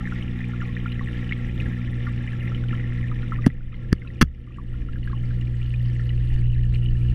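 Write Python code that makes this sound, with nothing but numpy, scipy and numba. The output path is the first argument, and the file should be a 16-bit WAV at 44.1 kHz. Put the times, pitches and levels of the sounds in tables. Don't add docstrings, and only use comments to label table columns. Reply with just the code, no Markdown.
import sys
import numpy as np
from scipy import signal
from scipy.fft import rfft, irfft
from scipy.io import wavfile
from scipy.ndimage import uniform_filter1d
from numba import njit

SR = 44100
rng = np.random.default_rng(int(sys.argv[2]) if len(sys.argv) > 2 else 0)


def wrap_up_sound(samples):
    columns = np.atleast_2d(samples).T
    tamed = np.clip(columns, -1, 1)
    steps = np.round(tamed * 32767).astype(np.int16)
    wavfile.write(sys.argv[1], SR, steps)


def boost_factor(decibels):
    exponent = np.asarray(decibels, float) / 20
    return 10 ** exponent


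N = 315226
T = np.arange(N) / SR

# (start [s], end [s])
LEAVE_CORAL_S = (3.33, 7)


def level(x):
    return x / np.sqrt(np.mean(x ** 2))


def curves(table):
    s, *columns = np.transpose(table)
    return [np.interp(T, s, column) for column in columns]


def walk(rate_hz):
    hold = int(SR / rate_hz)
    steps = np.repeat(rng.standard_normal(N // hold + 1), hold)
    return 1.3 * uniform_filter1d(uniform_filter1d(steps, hold), hold)[:N]


def colour(x, points):
    # (frequency [Hz], width [Hz], depth [dB])
    notches = [(401, 24, -10.5), (1008, 55, -7.5), (1262, 79, -6), (1516, 76, -15.5), (2570, 64, -0.5)]
    hz = np.linspace(1, SR / 2, 4097)
    point_hz, point_db = np.transpose(points)
    db = np.interp(np.log(hz), np.log(point_hz), point_db)
    for notch_hz, width_hz, depth_db in notches:
        db = db + depth_db / (1 + (2 * (hz - notch_hz) / width_hz) ** 2)
    cepstrum = irfft(np.log(boost_factor(db)))
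    cepstrum[1:4096] *= 2
    cepstrum[4097:] = 0
    return signal.fftconvolve(x, irfft(np.exp(rfft(cepstrum))))[:N]


def tank(x, t60=0.032, tail_db=-3):
    t = np.arange(4096) / SR
    tail = rng.standard_normal(len(t)) * 1000 ** (-t / t60)
    tail = tail / np.sqrt(np.sum(tail ** 2))
    return x + boost_factor(tail_db) * signal.fftconvolve(x, tail)[:N]


def modes(x, table, ring=0.93, tilt_db=0.):
    total = 0
    for hz, db, t60 in table:
        pole = np.exp((2j * np.pi * hz - np.log(1000) / (t60 * ring)) / SR)
        gain = boost_factor(db + tilt_db * np.log2(hz / table[1][0]))
        total = total + gain * signal.lfilter([1], [1, -pole], x).imag
    return total


@njit
def pings(n, start, turn, decay, size, glide, rise):
    out = np.zeros(n)
    for g in range(len(start)):
        phase, step, a, i = 0., turn[g], size[g], start[g]
        while i < n and a > size[g] / 300:
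            out[i] += a * (1 - np.exp(-phase / rise)) ** 2 * np.sin(phase)
            phase += step
            step = min(step * (1 + glide * step / (2 * np.pi)), 3.)
            a *= decay[g]
            i += 1
    return out


def hum(waver_db=1.06, drift_db=1.5):
    mains_hz = 59.97
    # (time [s], mains line [dB rms], twice-mains line [dB rms], common level of the upper lines [dB rms])
    hum_levels = [(0, -38, -32, -36), (1.7, -34, -28.5, -39), (2.9, -35, -25.5, -40.5),
                  (3.7, -40, -29, -43), (4.1, -31.5, -31.5, -42.5), (4.6, -27.5, -26, -35),
                  (5.1, -28, -24.5, -37.5), (5.6, -30.5, -25, -46), (6.2, -27.5, -21, -43),
                  (7.15, -24.5, -23.5, -38)]
    # (among the coral [dB], in open water [dB])
    upper_lines = [(0.5, 1.5), (-1, -11), (-17, -12), (-17.5, -11), (-20, -26)]
    upper_multiples = (3, 4, 5, 6, 8)
    mains_db, twice_db, upper_db = curves(hum_levels)
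    lines = [(1, mains_db), (2, twice_db)]
    for multiple, (coral_db, open_db) in zip(upper_multiples, upper_lines):
        place_db = np.interp(T, LEAVE_CORAL_S, (coral_db, open_db))
        lines.append((multiple, upper_db + place_db + drift_db * walk(1.974)))
    total = np.zeros(N)
    for multiple, line_db in lines:
        sine = np.sin(2 * np.pi * (multiple * mains_hz * T + rng.random()))
        total += np.sqrt(2) * boost_factor(line_db + waver_db * walk(12)) * sine
    return total


def flow(rumble_db, rush_db):
    # (frequency [Hz], density [dB per Hz])
    rush_spectrum = [(26, -30.5), (45, -11.5), (76, -1.5), (125, -9), (161, -5.5), (249, -11), (357, -14.5),
                     (408, -27.5), (477, -18), (660, -36), (800, -39), (1040, -62.5), (1760, -120)]
    band = signal.butter(2, (9, 38), "bandpass", fs=SR, output="sos")
    rumble = level(signal.sosfilt(band, rng.standard_normal(N)))
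    rush = level(colour(rng.standard_normal(N), rush_spectrum))
    return boost_factor(rumble_db + 2.8 * walk(4.3)) * rumble + boost_factor(rush_db + 1.7 * walk(9)) * rush


def knocks(press_db=-2.0, lag_s=.0007):
    # (release [s], blow [dB], press length [s], tick [dB],
    # ring length of the body modes against their free t60 [ratio], favour to upper modes [dB per octave])
    contacts = [(3.4629, -14.5, 0.0018, -19.5, 0.26, -2.5), (3.4656, -5.5, 0.0025, -20.5, 0.79, 11),
                (3.4702, -11, 0.0026, -28.5, 0.36, 7), (3.4768, -16, 0.0018, -32, 1.6, -6),
                (3.928, -0.5, 0.0034, -11.5, 0.38, -2), (4.2126, 0.5, 0.00071, -6.5, 0.32, -0.5),
                (4.2162, -1, 0.00059, -1, 0.34, -8), (4.2213, -10.5, 0.0016, -6, 0.41, 1),
                (4.2255, 3, 0.0028, -7.5, 1.23, -5.5)]
    # (start [s], end [s], level [dB])
    scrape = (4.2118, 4.2285, -26)
    # (frequency [Hz], level [dB], free t60 [s])
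    case_body = [(68.6, -18, 0.39), (148, -2, 0.049), (234, -5, 0.033), (32.6, -29.5, 0.6)]
    # (frequency [Hz], level [dB], t60 before the ring factor [s])
    case_wall = [(1314, -5.5, 0.016), (1748, 0, 0.0092), (2140, -7, 0.0075), (2800, -6.5, 0.0082),
                 (3280, -9.5, 0.0076), (4510, -3, 0.0031), (5770, -8.5, 0.0038), (8640, -16.5, 0.0039),
                 (9920, -14.5, 0.0071), (12900, -19, 0.003), (14000, -24, 0.0033)]
    thump, tick = np.zeros(N), np.zeros(N)
    kick = np.pad(np.hanning(40) / 20, (0, 12000))
    for s, blow_db, length_s, tick_db, ring, tilt_db in contacts:
        i, n = int(s * SR), max(int(length_s * SR), 8)
        let_go = n // 4
        press = np.interp(np.arange(n + let_go), (0, n, n + let_go), (0, 1, 0))
        thump[i - n:i + let_go] -= boost_factor(blow_db + press_db) * press
        thump[i:i + len(kick)] += boost_factor(blow_db) * modes(kick, case_body, max(ring, .05), tilt_db)
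        grit = rng.standard_normal(96) * np.hanning(96)
        late = i + int(lag_s * SR)
        tick[late - 48:late + 48] += boost_factor(tick_db) * grit / np.sqrt(np.sum(grit ** 2))
    start_s, end_s, drag_db = scrape
    drag = (T > start_s) & (T < end_s)
    tick = tick + boost_factor(drag_db) * drag * rng.standard_normal(N)
    soft = signal.sosfilt(signal.butter(4, 420, fs=SR, output="sos"), thump)
    hard = tank(modes(tick, case_wall) + boost_factor(-4.5) * tick, 0.086, -25)
    hard = signal.sosfilt(signal.butter(4, 1050, "highpass", fs=SR, output="sos"), hard)
    return boost_factor(3.5) * soft + hard


def bubbles(cycles=50, count=2, chance_count=60, chance_db=-33, open_db=-4, low_hz=1150):
    # (time [s], peak [dB], starting pitch [Hz])
    loudest = [(0.073, -23, 1780), (0.1216, -28.5, 1420), (0.618, -27.5, 1380), (0.7664, -24, 1850),
               (0.8588, -25.5, 1380), (0.9195, -28, 2840), (0.9937, -24, 1890), (1.0094, -33, 1110),
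               (1.0864, -29, 1790), (1.2925, -29.5, 2880), (1.3104, -24, 1890), (1.323, -12.5, 2174),
               (1.6012, -21.5, 2500), (2.0676, -30, 1394), (2.3317, -29, 1700), (2.5477, -30, 3030),
               (2.7295, -30, 1340), (2.7968, -29.5, 1900), (2.9225, -29, 1790), (3.3206, -23, 1314),
               (3.4411, -26, 1900), (3.5013, -23, 1950), (3.7425, -28, 2080), (3.920, -28, 1800),
               (4.0187, -23.5, 2080), (4.074, -25.5, 2600), (4.584, -24.5, 1133), (4.8868, -31.5, 1357),
               (4.958, -29.5, 1620), (5.0749, -23.5, 1620), (5.1307, -29.5, 1084), (5.7404, -28, 2440),
               (5.9952, -29.5, 1820), (6.092, -31, 2930), (6.104, -33, 1940), (6.8599, -30, 2930)]
    when, loud, pitch = rng.random((chance_count, 3)).T
    middling_s = when * N / SR
    middling_db = chance_db - 5 * loud + np.interp(middling_s, LEAVE_CORAL_S, (0, open_db))
    middling = [middling_s, middling_db, low_hz * 2 ** (1.5 * pitch)]
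    s, db, hz = np.append(np.transpose(loudest), middling, axis=1)
    chance = rng.random((len(s), 3, count))
    s = np.append(s, s[:, None] + 0.013 * chance[:, 0])
    db = np.append(db, db[:, None] - 11.0 - 8 * chance[:, 1])
    hz = np.append(hz, hz[:, None] * 2 ** (1.1 * chance[:, 2] - .45))
    decay = 1000 ** (-hz / cycles / SR)
    dry_pings = pings(N, (s * SR).astype(np.int64), 2 * np.pi * hz / SR, decay, boost_factor(db), 0.00087, 3.8)
    return tank(dry_pings, 0.026, -7.5)


def fizz(fizz_db, count=9000):
    # (frequency [Hz], density [dB per Hz])
    coral_colour = [(350, -39.5), (600, -11.5), (829, -7), (974, -13), (1100, -5), (1240, -4.5), (1360, 1),
                    (1520, -6), (1810, -1), (2160, -1.5), (3700, -13.5), (4290, -27.5), (5460, -24),
                    (6960, -33), (15000, -42.5)]
    # (frequency [Hz], density [dB per Hz])
    open_colour = [(350, -51.5), (600, -20), (911, -9), (1040, -11), (1380, -3), (1520, -8), (1790, -3.5),
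                   (2130, -9), (2900, -1.5), (3460, -13.5), (4970, -21.5), (5460, -23.5), (7600, -30),
                   (8700, -25.5), (9490, -30.5), (10600, -33), (15000, -41)]
    when, pitch, ring, loud = rng.random((count, 4)).T
    start = (when * N).astype(np.int64)
    hz = 700 * 20 ** pitch
    cycles = 7 * 4 ** ring
    spurt_db = 1.86 * walk(50)[start]
    size = hz / np.sqrt(cycles) * boost_factor(np.minimum(-3.5 * np.log(loud), 15) + spurt_db)
    decay = 1000 ** (-hz / cycles / SR)
    swarm = pings(N, start, 2 * np.pi * hz / SR, decay, size, 0.0032, 10.0)
    hiss = boost_factor(-1.5 + 1.4 * walk(14)) * rng.standard_normal(N)
    water = level(tank(swarm)) + hiss
    out_share = np.interp(T, LEAVE_CORAL_S, (0, 1))
    coral = level(colour(water, coral_colour))
    open_water = level(colour(water, open_colour))
    return boost_factor(fizz_db) * ((1 - out_share) * coral + out_share * open_water)


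def water_levels():
    # (time [s], rumble [dB], rush [dB], fizz [dB])
    water = [(0, -31, -39, -44.5), (1.3, -37, -38.5, -45.5), (2.3, -30, -37, -45),
             (3.25, -27.5, -37.5, -47), (3.7, -24.5, -37.5, -50), (4.2, -32.5, -34.5, -47.5),
             (4.75, -24.5, -33, -45), (5.4, -27.5, -39.5, -50.5), (6.2, -30.5, -43, -51),
             (6.6, -25.5, -43, -54.5), (7.15, -21, -40.5, -52)]
    # (time [s], length [s], rush rise [dB], fizz rise [dB])
    surges = [(1.613, 0.023, 2.5, 3), (1.687, 0.039, 8.5, 2), (6.103, 0.011, -1, 3.5),
              (6.343, 0.027, 3.5, 6), (6.392, 0.033, 11.5, 2), (6.748, 0.028, 8, 7)]
    rumble_db, rush_db, fizz_db = curves(water)
    for s, length_s, rush_rise_db, fizz_rise_db in surges:
        swell = np.exp(-.5 * (2 * (T - s) / length_s) ** 2)
        rush_db = rush_db + rush_rise_db * swell
        fizz_db = fizz_db + fizz_rise_db * swell
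    return rumble_db, rush_db, fizz_db


def scene():
    rumble_db, rush_db, fizz_db = water_levels()
    mix = hum() + flow(rumble_db, rush_db) + knocks() + bubbles() + fizz(fizz_db)
    return mix[None]


@njit
def gain_control(x, top, attack, release):
    y, peak, g = np.empty(len(x)), top, 1.
    for i in range(len(x)):
        peak = max(abs(x[i]), peak * release, top)
        g += attack * (top / peak - g)
        y[i] = g * x[i]
    return y


def roll_off(x):
    return signal.sosfilt(signal.butter(12, 15300, fs=SR, output="sos"), x)


def record(dry):
    top_db, attack_s, release_db_per_s = -8.0, 0.02, -15
    held = gain_control(dry[0], boost_factor(top_db), 1 / (attack_s * SR), boost_factor(release_db_per_s / SR))
    mix = np.clip(held, -1, 1)[None]
    return roll_off(mix)


dry = scene()
out = record(dry)
wrap_up_sound(out)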